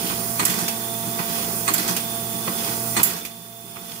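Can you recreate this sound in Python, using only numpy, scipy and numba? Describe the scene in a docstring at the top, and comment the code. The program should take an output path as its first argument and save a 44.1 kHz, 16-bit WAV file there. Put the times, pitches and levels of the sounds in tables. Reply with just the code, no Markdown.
"""A capsule filling machine indexes every 1.29 s behind its doors, heard from close by in a workshop.
From the start a vacuum pump and motors hum, the cam drive rumbles and air lines hiss. In each cycle
metal clacks on a stop and the frame thumps; a valve lets out a sharp blast; a puff, a latch tick and
two knocks follow. The third blast, at 3 s, overloads the gain control, which backs off and creeps up."""
import sys
import numpy as np
from scipy import signal
from scipy.fft import rfft, irfft
from scipy.io import wavfile
from scipy.ndimage import uniform_filter1d, minimum_filter1d
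from numba import njit

SR = 44100
rng = np.random.default_rng(int(sys.argv[2]) if len(sys.argv) > 2 else 0)


def output_pcm(signal):
    """Save a mono or channel-first signal as 16-bit PCM at the path in sys.argv[1].

    Samples are clipped to [-1, 1] before scaling.
    """
    pcm = np.clip(np.atleast_2d(signal).T, -1, 1) * 32767
    wavfile.write(sys.argv[1], SR, np.round(pcm).astype(np.int16))


N = 176400
HZ = np.arange(N // 2 + 1) * SR / N
TIME = np.arange(N) / SR
CYCLE_S, PUMP_HZ, MAINS_HZ = 1.287, 227.3, 59.52

# Harmonics of pump and motor: harmonic number, level/dB
PUMP_TONES = [(1, -38), (2, -46), (3, -36.5), (4, -45.5), (5, -47.5), (6, -63)]
MOTOR_TONES = [(3, -48.5), (6, -45), (14, -49)]
# Cam load, air flow, whistle and slide friction over one cycle: t/s, level/dB
LOAD_CYCLE = [(0.1, 1), (0.2, 1), (0.38, -4), (0.58, 3), (0.73, -3), (1.03, -4.5), (1.21, 0.5)]
FLOW_CYCLE = [(0.1, 2.5), (0.33, 4), (0.66, 0), (0.76, 1), (1.12, 1.8)]
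WHISTLE_CYCLE = [(0.02, -0.5), (0.2, -22), (0.45, -5), (0.72, 1.5), (0.98, -1), (1.15, 0)]
RUB_CYCLE = [(0.0, 0), (0.08, 4.5), (0.17, -1), (0.27, -16), (0.5, -5), (1.1, -15), (1.21, -11.5)]
# Power spectral densities of the noises: f/Hz, level/dB in a 1 Hz band
DRIVE_PSD = [(38, -99), (52, -69), (85, -66.5), (120, -65), (200, -60.5), (400, -58.5), (580, -68.5),
             (850, -64.5), (1300, -66), (1800, -75), (3000, -80), (5200, -70), (8000, -91)]
RUB_PSD = [(1500, -79.5), (3200, -66.5), (4300, -73), (6000, -74.5), (7500, -74.5), (9500, -76.5)]
AIR_PSD = [(400, -76), (800, -69.5), (2000, -77), (3200, -77.5), (4500, -78.5), (7200, -71.5), (8600, -74),
           (10400, -67.5), (12200, -73.5), (13600, -64.5), (15300, -65)]
WHISTLE_PSD = [(1000, -96), (2700, -77), (3500, -75), (5500, -93), (9000, -86)]
KNOCK_PSD = [(60, -60), (190, -53.5), (500, -58.5), (1200, -50), (1700, -63), (2300, -56.5), (4000, -67.5),
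             (9000, -78), (15000, -90)]
LATCH_PSD = [(400, -60), (1500, -63.5), (2300, -59.5), (5000, -60.5), (7000, -58), (15000, -58.5)]
CLACK_PSD = [(60, -62), (320, -47.5), (550, -63), (1100, -45.5), (1600, -65.5), (2800, -57.5),
             (4000, -53.5), (5200, -64), (7000, -53.5), (9000, -57), (10500, -62), (15000, -73)]
BLAST_PSD = [(300, -70), (1500, -60), (4000, -56), (6000, -54.5), (8700, -48), (10500, -45.5),
             (13000, -45.5), (15300, -47)]
EXHAUST_PSD = [(150, -75.5), (1500, -58.5), (3500, -63), (12000, -64.5), (15000, -63)]
PUFF_PSD = [(150, -104), (800, -57.5), (2000, -68), (9000, -64), (15000, -66)]
# Resonances in those spectra: f/Hz, width/Hz, lift/dB
DRIVE_PEAKS = [(173, 24, 11), (322, 6.1, 2.1)]
RUB_PEAKS = [(5200, 190, 5.1)]
AIR_PEAKS = [(7570, 240, 6.1), (9440, 200, 16.7)]
WHISTLE_PEAKS = [(3550, 180, 12.8)]
CLACK_PEAKS = [(1227, 180, 9.2), (1890, 600, 16), (4260, 210, 9.2), (8500, 540, 10.3)]
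BLAST_PEAKS = [(7360, 820, 12.5), (11400, 960, 10), (15000, 460, 11.3)]
# Normal modes of frame, metal stop and valve body: f/Hz, level/dB, T60/s
FRAME_PARTIALS = [(129.4, -23.5, 0.16), (181.3, -19.5, 0.19), (251.5, -23, 0.1), (315.5, -17.5, 0.16),
                  (392, -24, 0.17)]
STOP_PARTIALS = [(981, -24, 0.29), (1221, -25.5, 0.11), (1883, -26, 0.25), (2020, -39, 0.2),
                 (2460, -21, 0.11)]
VALVE_PARTIALS = [(7267, -17.5, 0.27), (12000, -36, 0.067), (15130, -13, 0.16)]
# Knocks, clacks and puffs: t/s, level/dB
KNOCK_EVENTS = [(0.098, -3.5), (0.422, -0.5), (1.188, 1.5), (1.385, -6.5), (1.705, -5), (2.474, -1.5),
                (2.672, -12), (2.992, 3.5), (3.758, 0)]
CLACK_EVENTS = [(0.394, -3), (1.678, -1.5), (2.966, -1)]
PUFF_EVENTS = [(0.588, 2.5), (1.876, 3.5), (3.165, -2.5)]
# Latch ticks and their pitch: t/s, level/dB, f/Hz
LATCH_EVENTS = [(0.499, -3, 3130), (0.68, -0.5, 2600), (1.78, -2, 4150), (1.965, 0, 2790), (3.25, 1, 2440)]
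# Frame thumps and air blasts: t/s, level/dB, spectral tilt/(dB per octave)
THUMP_EVENTS = [(0.03, -3, 1), (0.41, -2, 5), (0.483, 0, -3), (0.612, -0.5, -3), (1.061, -1.5, -4),
                (1.188, -4, -5), (1.697, -4.5, 8), (1.775, -3.5, 4), (1.891, -3, -1.5), (2.334, -3, -1),
                (2.477, -1, -5), (2.676, -3.5, -7), (2.981, 0, 3), (3.635, -5, 1)]
BLAST_EVENTS = [(0.451, -1.5, -5.5), (1.7374, -5, -1.5), (3.031, 1, 3.5)]
# Likeness of the two microphone ports: f/Hz, correlation (capped at 1 in use)
PORT_CORRELATION = [(125, 0.5), (260, 1.1), (520, 0.5), (1000, -0.36), (4000, -0.02)]
# Response of the weaker left port: f/Hz, level/dB
LEFT_RESPONSE = [(60, -4), (250, -4), (680, -5.5), (1200, -5.5), (2200, -4.5), (4500, -2), (6400, 0.5),
                 (7600, -8), (9400, -13.5), (11500, -12.5), (14500, -9.5)]


def undb(db):
    """Amplitude ratio of a level in decibels."""
    return 10 ** (np.asarray(db) / 20)


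def on_freqs(points):
    """A curve interpolated over log frequency at every bin."""
    hz, value = np.array(points, float).T
    return np.interp(np.log(HZ + 1e-9), np.log(hz), value)


def on_cycle(points):
    """A curve periodic in the machine's cycle."""
    return np.interp(TIME, *np.array(points, float).T, period=CYCLE_S)


def wander(position):
    """Gaussian fluctuation with a new value at each whole step of position."""
    return np.interp(position, np.arange(8192), rng.standard_normal(8192))


def noise(spectrum, peaks=()):
    """Coloured noise; the ratio of sum to difference signal sets the correlation of the ports."""
    lift = 1 + sum((undb(db) ** 2 - 1) / (1 + (2 * (HZ - hz) / width) ** 2) ** 2
                   for hz, width, db in peaks)
    mid, side = rng.standard_normal((2, 2 * len(HZ))).view(complex)
    alike = np.clip(on_freqs(PORT_CORRELATION), -1, 1)
    ports = mid * np.sqrt(1 + alike) + side * np.sqrt(1 - alike) * np.array([[1], [-1]])
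    return irfft(ports * undb(on_freqs(spectrum)) * np.sqrt(np.abs(lift) * SR * N / 2) / 2, N)


def bursts(events, attack_s, hold_s, t60_s, room_db, room_t60_s):
    """Envelope of incoherent events: direct sound and reverberant tail add in power."""
    age, power = TIME[:SR // 2], np.zeros(N + SR)
    decay = -2 * np.log(1000) * np.maximum(age - attack_s - hold_s, 0)
    tail = undb(room_db) ** 2 * np.exp(decay / room_t60_s)
    shape = np.clip(age / attack_s, 0, 1) ** 2 * (np.exp(decay / t60_s) + tail)
    for start, db in events:
        power[int(start * SR):][:len(age)] += undb(db) ** 2 * shape
    return np.sqrt(power[:N])


def ring(partials, attack_s=0.0005):
    """Damped free vibration of modes (t/s, f/Hz, level/dB, T60/s), out of step at the two ports."""
    age, out = TIME[:SR // 2], np.zeros((2, N + SR))
    for start, hz, db, t60_s in partials:
        detune, phase, lag = rng.standard_normal(3) * (.008, 1, .0002)
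        turns = hz * (1 + detune) * (age - np.array([[lag], [0]])) + phase
        shape = np.minimum(age / attack_s, 1) * np.exp(-np.log(1000) * age / t60_s)
        out[:, int(start * SR):][:, :len(age)] += undb(db) * shape * np.sin(2 * np.pi * turns)
    return out[:, :N]


def chatter(rate_hz, depth_db):
    """Random amplitude modulation at unit mean power, as of uneven contact."""
    gain = undb(depth_db * wander(TIME * rate_hz))
    return gain / np.sqrt(np.mean(gain ** 2))


def hum(base_hz, tones, lag_s):
    """Rotation at a slightly wandering speed gives a harmonic series, delayed at the left port."""
    turns = np.cumsum(base_hz * (1 + 0.0018 * wander(TIME * 5))) / SR
    tone = np.sqrt(2) * sum(
        undb(db + 1.7 * wander(TIME * 12)) * np.sin(2 * np.pi * (k * turns + rng.random()))
        for k, db in tones)
    return np.array([np.interp(TIME - lag_s, TIME, tone), tone])


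def motors():
    """Mains hum; two motors at slightly different speeds interfere, so its lowest tone beats."""
    period_s, dip_s, second_motor_db = 0.638, 0.652, -4
    beat = np.abs(1 - undb(second_motor_db) * np.exp(2j * np.pi * (TIME - dip_s) / period_s))
    return hum(MAINS_HZ, MOTOR_TONES, lag_s=0.00033) + beat * hum(2 * MAINS_HZ, [(1, -42)], lag_s=0)


def cabinet(sound):
    """Dense weak resonances of panes and frame ripple the spectrum of the noises inside."""
    steps = HZ / 26  # one ripple value every 26 Hz
    ripple = np.array([wander(steps) + .55 * wander(steps / 4) for _ in range(2)])
    depth_db = 2.1 * on_freqs([(300, 0.99), (1000, 1.02), (5000, 1.94), (12000, 0.085)])
    return irfft(rfft(sound) * undb(depth_db * (ripple - 0.71)), N)


def cam_drive():
    """Forced vibration: cams and bearings shake the frame as the load rises; the slides rub."""
    rumble = noise(DRIVE_PSD, DRIVE_PEAKS) * undb(on_cycle(LOAD_CYCLE)) * chatter(100, 2.0)
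    rub = noise(RUB_PSD, RUB_PEAKS) * undb(on_cycle(RUB_CYCLE)) * chatter(180, 2.5)
    return rumble + rub


def air_lines():
    """Flow noise: a broadband hiss, and a narrowband whistle while the table dwells."""
    hiss = noise(AIR_PSD, AIR_PEAKS) * undb(on_cycle(FLOW_CYCLE) + 0.32 * wander(TIME * 25))
    whistle_db = on_cycle(WHISTLE_CYCLE) + 1.12 * TIME  # the microphone moves toward the whistle
    return hiss + noise(WHISTLE_PSD, WHISTLE_PEAKS) * undb(whistle_db) * chatter(120, 2.0)


def knocks():
    """Impacts of the slides radiate dull, quickly damped noise."""
    envelope = bursts(KNOCK_EVENTS, 0.0013, 0.0071, 0.14, room_db=-15, room_t60_s=0.63)
    return noise(KNOCK_PSD) * envelope * chatter(300, 3.5)


def latches():
    """Each latch impact excites a broad resonance and a clear ring at the same pitch."""
    ticks = sum(noise(LATCH_PSD, [(hz, 850, 6.5)]) * bursts([(t, db)], 0.00029, 0.0025, 0.11, -9.5, 0.3)
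                for t, db, hz in LATCH_EVENTS)
    return ticks + ring([(t, hz, db - 23, 0.061) for t, db, hz in LATCH_EVENTS])


def thumps():
    """Blows excite the frame's low modes; each thump has its own tilt, duller or brighter."""
    pivot_hz = FRAME_PARTIALS[1][0]
    return ring([(t, hz, db + mode_db + tilt * np.log2(hz / pivot_hz), t60)
                 for t, db, tilt in THUMP_EVENTS for hz, mode_db, t60 in FRAME_PARTIALS], attack_s=0.016)


def clacks():
    """Metal strikes a stop: a broadband transient, then free vibration of the stop's modes."""
    envelope = bursts(CLACK_EVENTS, 0.00039, 0.01, 0.11, room_db=-14, room_t60_s=0.53)
    modes = [(t, hz, db + mode_db, t60) for t, db in CLACK_EVENTS for hz, mode_db, t60 in STOP_PARTIALS]
    return noise(CLACK_PSD, CLACK_PEAKS) * envelope + ring(modes)


def valves():
    """Jet noise: a valve cracks open and its body rings; the exhaust decays and a softer puff follows."""
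    jet = rfft(noise(BLAST_PSD, BLAST_PEAKS))
    octaves = np.log2(np.maximum(HZ / 7000, 1))  # the tilt acts above 7 kHz
    crack = sum(irfft(jet * undb(tilt * octaves), N) * bursts([(t, db)], 0.00044, 0.0054, 0.035, -11, .26)
                for t, db, tilt in BLAST_EVENTS)
    body = ring([(t, hz, db + mode_db + tilt * np.log2(hz / VALVE_PARTIALS[0][0]), t60)
                 for t, db, tilt in BLAST_EVENTS for hz, mode_db, t60 in VALVE_PARTIALS])
    openings = [(t, 0) for t, _, _ in BLAST_EVENTS]
    exhaust = noise(EXHAUST_PSD) * bursts(openings, 0.0027, 0.021, 0.93, room_db=-20, room_t60_s=.7)
    puff = noise(PUFF_PSD) * bursts(PUFF_EVENTS, 0.0032, 0.019, 0.29, room_db=-29, room_t60_s=.45)
    return crack + body + (exhaust + puff) * chatter(300, 2.2)


def scene():
    """Superposition of all sources at the two ports, the left one less sensitive."""
    tones = hum(PUMP_HZ, PUMP_TONES, lag_s=0.00013) + motors()
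    inside = cam_drive() + air_lines() + clacks() + thumps() + latches() + knocks() + valves()
    left, right = tones + cabinet(inside)
    return np.array([irfft(rfft(left) * undb(on_freqs(LEFT_RESPONSE)), N), right])


@njit
def follow_peaks(x, release_s):
    """Peak detection: instant rise, exponential release."""
    keep = np.exp(-1 / (release_s * SR))
    y, held = np.empty(len(x)), 0.
    for i in range(len(x)):
        held = max(x[i], held * keep)
        y[i] = held
    return y


def record(dry):
    """Compression: a look-ahead limiter ducks peaks; a slow gain control backs off after an overload."""
    limit_db, limit_share, ahead = -13.5, 0.34, int(0.01 * SR)
    back_off_db, back_off_s = 15.5, 0.11
    power = uniform_filter1d((dry ** 2).max(axis=0), 256)
    level_db = 10 * np.log10(np.abs(power) + 1e-12)
    excess_db = -minimum_filter1d(-np.maximum(level_db - limit_db, 0), ahead)
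    duck_db = limit_share * uniform_filter1d(follow_peaks(excess_db, release_s=0.028), ahead)
    overload = follow_peaks(np.clip(level_db, 0, 1), release_s=1.52)  # sets in above 0 dB
    step = 1 / (back_off_s * SR)
    for _ in range(2):
        overload = signal.lfilter([step], [1, step - 1], overload)
    out = signal.sosfilt(signal.butter(4, 44, "high", fs=SR, output="sos"), dry)
    out = np.clip(out * undb(-duck_db - back_off_db * overload), -1, 1)
    return signal.sosfilt(signal.ellip(10, .2, 70, 15550, "low", fs=SR, output="sos"), out)


dry = scene()
out = record(dry)
output_pcm(out)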